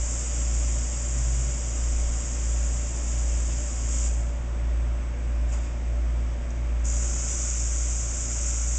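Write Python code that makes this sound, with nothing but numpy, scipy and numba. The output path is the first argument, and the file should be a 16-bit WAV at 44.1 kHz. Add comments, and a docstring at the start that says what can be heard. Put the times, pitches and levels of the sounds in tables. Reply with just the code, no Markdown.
"""Letting down a tyre in a workshop

Between block walls, air jets from a tyre valve: a long hiss, a pause with one small spit and two faint
ticks of the pin, then a second, stronger hiss. In the background two ventilation motors beat slowly
against each other over mains hum and moving air. The microphone is a small camera's, deaf near 4 kHz
and above 9 kHz, close enough to the valve that the direct sound just outweighs the room."""
import sys
import numpy as np
from scipy import signal
from scipy.fft import rfft, irfft
from scipy.io import wavfile
from numba import njit

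SR = 44100
rng = np.random.default_rng(int(sys.argv[2]) if len(sys.argv) > 2 else 0)


def generate_wav(sig):
    """Save sig (samples, or channels by samples) to the path in sys.argv[1] as 16-bit PCM at SR."""
    pcm = np.round(np.clip(np.atleast_2d(sig).T, -1, 1) * 32767).astype(np.int16)
    wavfile.write(sys.argv[1], SR, pcm)


N = 387198
TIME = np.arange(N) / SR
FREQ = np.fft.rfftfreq(N, 1 / SR) + 1e-3
CAMERA_RATE_HZ = 16000

# presses of the valve pin: (start [s], end [s], first flow [dB], held flow [dB],
# depth [0 partly in, 1 fully in], sputter [dB], flutter [dB])
PIN_PRESSES = [(-.05, 4.075, -31, -36, 0, 0.94, 0.37), (5.485, 5.655, -50.5, -52, 0, 2.2, 2),
               (6.849, 8.9, -31.5, -27.5, 1, 1, .5)]
# the finger bears down harder: (centre [s], length [s], flow gain [dB])
FINGER_SQUEEZES = [(4.005, 0.22, 5), (5.533, .03, 11.5), (7.523, 0.49, 2), (8.497, .07, 2.7)]
# colour of the jet, pin partly in and fully in: (frequency [Hz], relative level [dB])
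NARROW_JET_SPECTRUM = [(500, -33.5), (1200, -14), (1900, -15), (2900, -13), (3700, -16.5), (4700, -13),
                       (5500, -8), (6200, -4.5), (6800, 2), (7400, 4.5), (8000, -2)]
WIDE_JET_SPECTRUM = [(500, -31), (1000, -22.5), (1400, -10.5), (1750, -18.5), (2300, -14), (3600, -18.5),
                     (4700, -16), (5400, -10), (6000, -5), (6700, 1.5), (7400, 2), (8000, -4)]
# peaks and dips from the stem and the dished wheel behind it: (frequency [Hz], width [Hz], gain [dB])
WHEEL_COLOUR = [(1725, 69, -11), (4760, 250, 1), (6030, 160, 2.5), (7100, 160, 1.5), (7110, 130, -4),
                (7380, 160, 0)]
# hum of the nearer motor: (harmonic [multiple of shaft rate], level [dB])
MOTOR_HARMONICS = [(1, -25.5), (2, -46.5), (3, -53.5), (4, -62), (5, -62), (6, -64.5), (9, -64.5),
                   (10, -53.5), (11, -66), (12, -63), (19, -66.5)]
# how much slower the farther motor turns: (time [s], beat rate [Hz])
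MOTOR_BEATS = [(0.0, 1.204), (2.2, 1.648), (3.4, 1.255), (5.8, 1.64), (6.2, 1.254), (8.78, 0.98)]
# mains hum, fan tones and a thin electronic whine: (frequency [Hz], level [dB])
HUM_TONES = [(28.14, -48), (84.4, -54), (112.4, -55.5), (120, -51), (140.7, -51.5), (240, -52),
             (269, -60.5), (297, -58.5), (338.5, -59), (360, -64), (590, -65), (7714, -63)]
# air moving in the ducts and the room: (frequency [Hz], relative level [dB])
AIR_SPECTRUM = [(15, -4.5), (75, -1), (100, -4.5), (122, -1.5), (152, -14), (200, -8), (320, -10),
                (420, -13), (600, -10), (850, -16), (1700, -19.5), (2300, -20), (3300, -27.5),
                (5000, -30.5), (6500, -26.5), (8000, -28.5)]
# brief low drones, and a rumble of air gusting on the microphone:
# (centre [s], length [s], frequency [Hz], level [dB])
LOW_SWELLS = [(1.33, 0.5, 126, -37.5), (2.0, 0.34, 21, -36), (3.606, 0.74, 76.1, -50)]
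# the pin touches the stem: (time [s], relative level [dB])
PIN_TICKS = [(6.505, -40), (6.797, -48.5)]
# the camera's smoothing filter, sloping through half its sample rate: (frequency [Hz], gain [dB])
CAMERA_SMOOTHING = [(7000, 0), (7500, -2), (8000, -3), (8285, -10.5), (8500, -17.5), (8750, -25.5),
                    (9000, -38.5), (9200, -58)]


def undb(db):
    """Decibels to gain."""
    return 10 ** (np.asarray(db) / 20)


def unit(x):
    """Scale to rms 1."""
    return x / np.sqrt(np.mean(x ** 2))


def filtered(x, gain):
    """Apply a gain at every frequency."""
    return irfft(rfft(x) * gain, N)


def response(points):
    """Gain at every frequency along (frequency [Hz], level [dB]) points."""
    hz, db = np.transpose(points)
    return undb(np.interp(np.log(FREQ), np.log(hz), db))


def colour(x, points):
    """Shape x by a spectrum within the camera's band, at rms 1."""
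    return unit(filtered(x, response(points) * (FREQ < CAMERA_RATE_HZ / 2)))


def peak(hz, width_hz):
    """A resonance curve of height 1, given its full width at half height."""
    return 1 / (1 + (2 * (FREQ - hz) / width_hz) ** 2)


def walk(rate_hz):
    """Smooth random motion up to a rate, at rms 1."""
    return unit(filtered(rng.standard_normal(N), 1 / (1 + (FREQ / rate_hz) ** 4)))


def swell(centre_s, length_s):
    """A smooth, flat-topped rise and fall."""
    return np.exp(-(2 * (TIME - centre_s) / length_s) ** 4)


def gate(start, end, rise_s, fall_s):
    """Rise up to the start, hold, die away after the end."""
    rise = np.minimum(TIME - start, 0) / rise_s
    fall = np.maximum(TIME - end, 0) / fall_s
    return np.exp(np.maximum(rise - fall, -40))


def jet(flow, depth, sputter_db, flutter_db):
    """Turbulence at the valve: quick eddies roughen the hiss, the finger on the pin makes it waver."""
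    eddies = undb(sputter_db * walk(rate_hz=500) + flutter_db * walk(rate_hz=17))
    wheel = undb(sum(db * peak(hz, width) for hz, width, db in WHEEL_COLOUR))
    turbulence = filtered(rng.standard_normal(N) * eddies, wheel)
    hiss = colour(turbulence, WIDE_JET_SPECTRUM if depth > .5 else NARROW_JET_SPECTRUM)
    # a faster jet is brighter: its lower rush grows more slowly than its top
    split_hz, usual_flow, growth = 5200, undb(-34.5), .6
    rush = filtered(hiss, 1 / (1 + (FREQ / split_hz) ** 20))
    return (hiss - rush) * flow + rush * usual_flow * (flow / usual_flow) ** growth


def valve_air(settle_s):
    """Each press opens a jet that settles towards a held flow and surges when the finger squeezes."""
    squeeze_db = sum(db * swell(centre, length) for centre, length, db in FINGER_SQUEEZES)
    out = np.zeros(N)
    for start, end, first_db, held_db, depth, sputter_db, flutter_db in PIN_PRESSES:
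        settling_db = (first_db - held_db) * np.exp(-np.maximum(TIME - start, 0) / settle_s)
        opening = gate(start, end, rise_s=.0033, fall_s=.012)
        flow = opening * undb(held_db + settling_db + squeeze_db)
        out += jet(flow, depth, sputter_db, flutter_db)
    return out


def motors(shaft_hz, farther_db, waver_db, in_step_s):
    """The nearer motor hums with overtones; the farther one slips a turn behind it at every beat."""
    turns = shaft_hz * TIME
    slip = np.cumsum(np.interp(TIME, *np.transpose(MOTOR_BEATS))) / SR
    slip -= np.interp(in_step_s, TIME, slip)
    out = undb(farther_db) * np.sin(2 * np.pi * (turns - slip))
    for multiple, db in MOTOR_HARMONICS:
        is_overtone = multiple > 1  # only the overtones waver
        phase = is_overtone * (rng.uniform(0, 2 * np.pi) + .12 * walk(rate_hz=5.1))
        level = undb(db + is_overtone * waver_db * walk(rate_hz=3.2))
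        out += level * np.sin(2 * np.pi * multiple * turns + phase)
    return np.sqrt(2) * out


def hum(waver_db, drift_rad):
    """Mains, fans and electronics hold steady tones that waver slightly in level and phase."""
    out = np.zeros(N)
    for hz, db in HUM_TONES:
        level = undb(db + waver_db * walk(rate_hz=4.2))
        out += level * np.sin(2 * np.pi * hz * TIME + drift_rad * walk(rate_hz=3.7))
    return np.sqrt(2) * out


def moving_air(air_db, waver_db):
    """A soft rush coloured by the walls, brief low drones, and a gust rumbling on the microphone."""
    air = colour(workshop(rng.standard_normal(N)), AIR_SPECTRUM)
    out = air * undb(air_db + waver_db * walk(rate_hz=2.5))
    for centre, length, hz, db in LOW_SWELLS:
        tone = np.sin(2 * np.pi * hz * TIME + .47 * walk(rate_hz=3.4))
        out += np.sqrt(2) * undb(db) * swell(centre, length) * tone
    return out


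def finger_rub(at_s):
    """A fingertip slides off the valve stem and rubs the rim as the air spits."""
    pressure = undb(-39.5) * gate(at_s, at_s, rise_s=.016, fall_s=.05)
    body = unit(filtered(rng.standard_normal(N), peak(hz=1000, width_hz=900)))
    edge = unit(filtered(rng.standard_normal(N), peak(hz=2520, width_hz=2600)))
    return pressure * (undb(-3.5) * body + undb(-8.5) * edge)


def pin_ticks(decay_s):
    """The pin touches the brass stem, which rings very briefly in three close modes."""
    out = np.zeros(N)
    for start, db in PIN_TICKS:
        age = np.maximum(TIME - start, 0)
        ring = sum(np.sin(2 * np.pi * hz * age) for hz in (5950, 6400, 6850))
        out += undb(db) * ring * np.exp(-age / decay_s)
    return out


def workshop(x, t60_s=1, tail_db=-3.5):
    """Hard walls send a dense, fading tail to the microphone 6 ms behind the direct sound."""
    age = TIME[:SR]
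    tail = rng.standard_normal(SR) * undb(-60 * age / t60_s) * (age > .006)
    reflected = signal.fftconvolve(x, tail / np.linalg.norm(tail))[:N]
    return (x + undb(tail_db) * reflected) / np.sqrt(1 + undb(tail_db) ** 2)


@njit
def follow(x, attack, release):
    """Envelope that rises and falls at separate rates."""
    out, level = np.empty(len(x)), 0.
    for i in range(len(x)):
        level += (x[i] - level) * (attack if x[i] > level else release)
        out[i] = level
    return out


def gain_control(x, threshold_db, attack_s, release_s):
    """Strong treble makes the camera turn everything down a little, the hum too."""
    treble = signal.sosfilt(signal.butter(2, 3000, "high", fs=SR, output="sos"), x)
    loudness = follow(np.abs(treble), 1 / (attack_s * SR), 1 / (release_s * SR))
    return x / np.maximum(1, loudness / undb(threshold_db))


def scene():
    """At the microphone: the valve and its ring off the walls, over the room tone."""
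    valve = valve_air(settle_s=1.3) + finger_rub(at_s=5.533) + pin_ticks(decay_s=.0044)
    room_tone = motors(shaft_hz=57.66, farther_db=-36, waver_db=.26, in_step_s=.6)
    room_tone += hum(waver_db=1.46, drift_rad=.4)
    room_tone += moving_air(air_db=-42, waver_db=.16)
    return (undb(-2) * workshop(valve) + room_tone)[None]


def record(dry):
    """The camera's mono microphone: a notch near 4 kHz, faint self-noise, gain control, slow sampling."""
    notch = undb(-22 * peak(hz=4186, width_hz=377))
    self_noise = undb(-58.5) * rng.standard_normal(N)
    microphone = filtered(filtered(dry[0], notch) + self_noise, FREQ < CAMERA_RATE_HZ / 2)
    levelled = gain_control(microphone, threshold_db=-26.5, attack_s=.012, release_s=1)
    # sampling mirrors the top of the hiss upwards; the leaking image makes that edge gritty
    sampled = levelled * (1 + 2 * np.cos(2 * np.pi * CAMERA_RATE_HZ * TIME))
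    smoothed = filtered(sampled, response(CAMERA_SMOOTHING))
    top_cut = signal.ellip(10, .2, 80, 9100, fs=SR, output="sos")
    return signal.sosfilt(top_cut, smoothed)[None]


dry = scene()
out = record(dry)
generate_wav(out)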